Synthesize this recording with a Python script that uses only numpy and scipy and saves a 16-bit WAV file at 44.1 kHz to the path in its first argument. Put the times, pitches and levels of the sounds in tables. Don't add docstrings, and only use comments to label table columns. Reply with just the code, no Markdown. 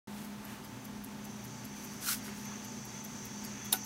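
import sys
import numpy as np
from scipy import signal
from scipy.fft import rfft, irfft
from scipy.io import wavfile
from scipy.ndimage import uniform_filter1d

SR = 44100
rng = np.random.default_rng(int(sys.argv[2]) if len(sys.argv) > 2 else 0)


def undo_db(level):
    steps = np.asarray(level, float) / 20
    return 10 ** steps


def master(y):
    cut = np.clip(np.atleast_2d(y).T, -1, 1)
    pcm = np.round(cut * 32767)
    wavfile.write(sys.argv[1], SR, pcm.astype(np.int16))


N = 169785


def unit(x):
    return x / np.sqrt(np.mean(x ** 2))


def band(hz, width):
    b, a = signal.iirpeak(hz, hz / width, fs=SR)
    once = signal.lfilter(b, a, rng.standard_normal(N))
    return unit(signal.lfilter(b, a, once))


def colour(points):
    hz = np.arange(N // 2 + 1) * SR / N + 1
    point_hz, point_db = np.array(points).T
    gain = undo_db(np.interp(np.log(hz), np.log(point_hz), point_db))
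    return unit(irfft(rfft(rng.standard_normal(N)) * gain, N))


def walk(rate):
    k = int(SR / rate)
    return unit(uniform_filter1d(uniform_filter1d(rng.standard_normal(N), k), k))


def strokes(t, rows):
    power = 0
    for centre, rise, fall, db in rows:
        power = power + undo_db(2 * db) * np.exp(-((t - centre) / np.where(t < centre, rise, fall)) ** 2)
    return np.sqrt(power)


def strike(out, s, db, contact, modes, scatter_db):
    hz, mode_db, t60 = np.array(modes).T[:, :, None]
    t = np.arange(512 + int(t60.max() * SR)) / SR
    size, detune, phase = rng.standard_normal((3, len(modes), 1))
    ring = undo_db(mode_db + scatter_db * size) * np.sin(2 * np.pi * (hz * (1 + 0.0031 * detune) * t + phase))
    onset = 1 - np.exp(-t / 0.0001)
    ring = (ring * np.exp(-np.log(1000) * t / t60) * onset).sum(0)
    push = rng.standard_normal(512) * np.exp(-t[:512] / max(contact, 1e-6) * 2)
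    push[0] = 1.5
    push = push / np.sqrt(np.sum(push ** 2))
    start = int(s * SR)
    hit = signal.fftconvolve(ring, push)[:N - start]
    out[start:start + len(hit)] += undo_db(db) * hit


# (frequency [Hz], level per Hz [dB])
AIR_COLOUR = [(15, -49), (25, -24), (113, -11), (174, -12.5), (211, -7), (449, -20), (857, -17.5),
              (5980, -31.5), (15800, -37.5)]
AIR_DB, AIR_FLICKER_DB = -49.5, .4


def room_air():
    return undo_db(AIR_DB + AIR_FLICKER_DB * walk(18)) * colour(AIR_COLOUR)


# (frequency [Hz], width [Hz], level [dB rms])
HUM = [(56, 17, -70), (120.9, 12.2, -60.5), (145.1, 27, -59), (204.1, 12.7, -65), (240.1, 15, -56.5),
       (263.3, 24, -59), (289.2, 22, -68), (385.7, 34, -62.5), (771, 22, -78.5), (894, 8, -73.5)]


def appliance_hum():
    return sum(undo_db(db) * band(hz, width) for hz, width, db in HUM)


# (frequency [Hz], level [dB rms])
MOTOR = [(120, -60.5), (207, -49), (240, -63.5), (471, -71.5), (880, -62)]
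MOTOR_WOBBLE_DB, MOTOR_DRIFT = 2, .002


def motor():
    out = np.zeros(N)
    for hz, db in MOTOR:
        level = np.sqrt(2) * undo_db(db + MOTOR_WOBBLE_DB * walk(9.2))
        pitch = hz * (1 + MOTOR_DRIFT * walk(4.7))
        out += level * np.sin(2 * np.pi * np.cumsum(pitch) / SR)
    return out


# (time [s], level [dB rms])
CHORUS_SWELL = [(.1, -71.5), (.8, -67), (1.4, -60.5), (2.2, -56), (2.8, -55), (3.5, -53), (3.85, -52)]
# (frequency [Hz], width [Hz], level [dB])
CHORUS_BANDS = [(2040, 1860, -4.5), (3390, 35, -14), (4605, 49, -10.5), (5760, 540, -5), (6160, 230, -1),
                (6580, 400, -7), (7120, 82, -16.5), (6140, 2800, -2)]


def insect_chorus(t):
    swell_s, swell_db = np.array(CHORUS_SWELL).T
    song = sum(undo_db(db + 2.1 * walk(10)) * band(hz, width) for hz, width, db in CHORUS_BANDS)
    return undo_db(np.interp(t, swell_s, swell_db)) * song


# (centre [s], rise [s], fall [s], level [dB rms])
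SHIFTS = [
    (.2, .06, .06, -59.5),
    (.52, .08, 0.062, -53),
    (2.3, 0.05, 0.087, -56.5),
    (2.53, .08, .06, -54),
]
# (frequency [Hz], level per Hz [dB])
SHIFT_COLOUR = [(200, -9), (400, -2.5), (1500, 2), (4000, -9), (9000, -18)]


def arm_shifts(t):
    return strokes(t, SHIFTS) * colour(SHIFT_COLOUR)


# (centre [s], rise [s], fall [s], level [dB rms])
RUBS = [(.2, .07, 0.064, -55.5), (.52, 0.051, 0.038, -55), (1.8, .04, 0.1, -56), (2.035, 0.017, .03, -43.5),
        (2.092, 0.025, 0.028, -31.5), (2.13, 0.028, 0.019, -34.5), (2.17, .015, .02, -49),
        (2.27, 0.027, 0.023, -50.5), (2.39, 0.038, 0.051, -55), (1.94, .02, 0.036, -57.5),
        (3.66, 0.013, 0.014, -58)]
# (frequency [Hz], level per Hz [dB])
CLOTH = [(410, -49), (700, -28), (1490, 0.5), (1740, -7), (4230, -7), (4820, -5.5), (5350, -4), (13200, -4),
         (15800, -10)]
# (frequency [Hz], width [Hz], level [dB rms])
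FOLD = [(1165, 200, -44.5), (1404, 180, -38), (4210, 340, -39), (5600, 450, -40)]
FOLD_S, FOLD_WIDTH_S = 2.09, 0.014
CLOTH_GRAIN_DB = 1.2


def sleeve(t):
    squeeze = np.exp(-np.abs(t - FOLD_S) / FOLD_WIDTH_S)
    fold = squeeze * sum(undo_db(db) * band(hz, width) for hz, width, db in FOLD)
    grain = undo_db(CLOTH_GRAIN_DB * walk(400))
    return (strokes(t, RUBS) * colour(CLOTH) + fold) * grain


# (time [s], level [dB], frequency [Hz], t60 [s])
KNOCKS = [(2.281, -39, 1400, .015), (2.282, -39, 1900, .015), (2.289, -40, 2200, .018),
          (2.29, -43, 2500, .012), (2.314, -43, 1600, .012), (2.519, -40, 1150, .022),
          (2.455, -50, 2100, .08)]
# (time [s], level [dB], frequency [Hz], t60 [s])
FIRST_RING = [
    (3.7262, -33, 870, .06),
    (3.7268, -24, 3760, .04),
    (3.738, -36, 11900, .12),
]


def knocks():
    out = np.zeros(N)
    for s, db, hz, t60 in KNOCKS + FIRST_RING:
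        strike(out, s, db, 1e-5, [(hz, 0, t60), (hz * 1.13, -5, t60)], 1)
    return out


# (frequency [Hz], level [dB], t60 [s])
BASE = [(380, -9, .1), (759, 0, .12), (950, -8, .1), (1370, -6, .1), (1475, -4, .12), (1700, -9, .06)]
# (time [s], level [dB])
BASE_BLOWS = [
    (3.737, -34),
]


def wooden_base():
    out = np.zeros(N)
    for s, db in BASE_BLOWS:
        strike(out, s, db, 1e-5, BASE, 1)
    return out


# (time [s], level [dB], contact length [s])
CLICK = [(3.7225, -24, .001), (3.7245, -27, .001), (3.7264, -17, .0003), (3.7273, -15, .0003),
         (3.7282, -14, .0003), (3.7292, -17, .0003), (3.733, -25, .001), (3.7365, -25, .001),
         (3.746, -33, .002), (3.757, -36, .002), (3.768, -38, .002)]
# (frequency [Hz], level [dB], t60 [s])
CASE = [(1900, -26, 0.024), (2902, -14, 0.066), (3400, -11, .02), (4470, -13, 0.022), (5170, -9, .02),
        (5900, -9, 0.022), (7300, -4, .02), (8800, -3, .015), (10400, 4.5, 0.026), (11150, 3, 0.022),
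        (12200, 0, .025), (12930, 6, .015), (14220, -6, .015), (15200, -1, 0.017)]
TAIL_DB, TAIL_T60_S = -32.5, 0.15


def brass_click(t):
    out = np.zeros(N)
    for s, db, contact in CLICK:
        strike(out, s, db - 13, contact, CASE, 1.5)
    late = t - CLICK[2][0]
    tail = (late > 0) * np.exp(-np.log(1000) * np.abs(late) / TAIL_T60_S)
    tail_noise = colour([(500, -0.5), (3000, 3.5), (7000, 0), (12000, 1.5), (16000, -10)])
    return out + undo_db(TAIL_DB) * tail * tail_noise


# (time of the drop [s], peak level [dB])
TICKS = [(0.2463, -39.5), (0.4509, -41), (0.6459, -39), (0.851, -39), (1.0456, -38), (1.2507, -37.5),
         (1.4473, -36.5), (1.6511, -36.5), (1.8467, -37.5), (2.0504, -43), (2.2468, -42), (2.4523, -39.5),
         (2.6474, -37.5), (2.8524, -40.5), (3.048, -35.5), (3.253, -36.5), (3.4484, -33), (3.6526, -38.5),
         (3.8474, -37)]
# (time after the drop [s], level [dB])
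BEAT = [
    (-.0085, -13),
    (-.0065, -5),
    (-.004, -15),
    (0, 1),
    (.0012, -1.5),
    (.0025, -4),
    (.004, -9),
    (.006, -5),
    (.009, -10),
    (.016, -14),
]
# (frequency [Hz], level [dB], t60 [s])
PLATE = [(4960, -7, 0.0096), (7550, -3, 0.006), (8700, -13, .008), (9570, -10.5, .012), (10600, -10, 0.012),
         (11230, -4, 0.011), (11510, -2.5, 0.011), (11900, -3.5, 0.0091), (12600, -5, .012),
         (13250, -3, .014), (13750, -9, .012), (14300, -10, .01), (14800, -10, .01), (15600, -8, .01)]
TICK_DB, TICK_SCATTER_DB, CONTACT_S = -8.5, 4, .0002


def escapement():
    out = np.zeros(N)
    for s, db in TICKS:
        for lag, part_db in BEAT:
            if s + lag < (N - 9) / SR:
                strike(out, s + lag, db + part_db + TICK_DB, CONTACT_S, PLATE, TICK_SCATTER_DB)
    return out


def scene():
    t = np.arange(N) / SR
    background = room_air() + appliance_hum() + motor() + insect_chorus(t)
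    handling = arm_shifts(t) + sleeve(t) + knocks() + wooden_base() + brass_click(t)
    mono = background + handling + escapement()
    side = undo_db(-36) * np.diff(np.roll(handling, 9), prepend=0)
    return np.array([mono + side, mono - side])


def band_limit(x):
    return signal.sosfilt(signal.butter(12, 17000, fs=SR, output="sos"), x)


START_S, LOW_CUT_HZ, TOP_HZ = .0722, 38, 15780


def record(dry):
    t = np.arange(N) / SR
    low_cut = signal.lfilter(*signal.butter(4, LOW_CUT_HZ, "high", fs=SR), dry)
    top_cut = signal.ellip(16, .5, 90, TOP_HZ, fs=SR, output="sos")
    fade_in = np.clip((t - START_S) / 0.00076, 0, 1)
    mix = signal.sosfilt(top_cut, low_cut) * fade_in
    return band_limit(mix)


dry = scene()
out = record(dry)
master(out)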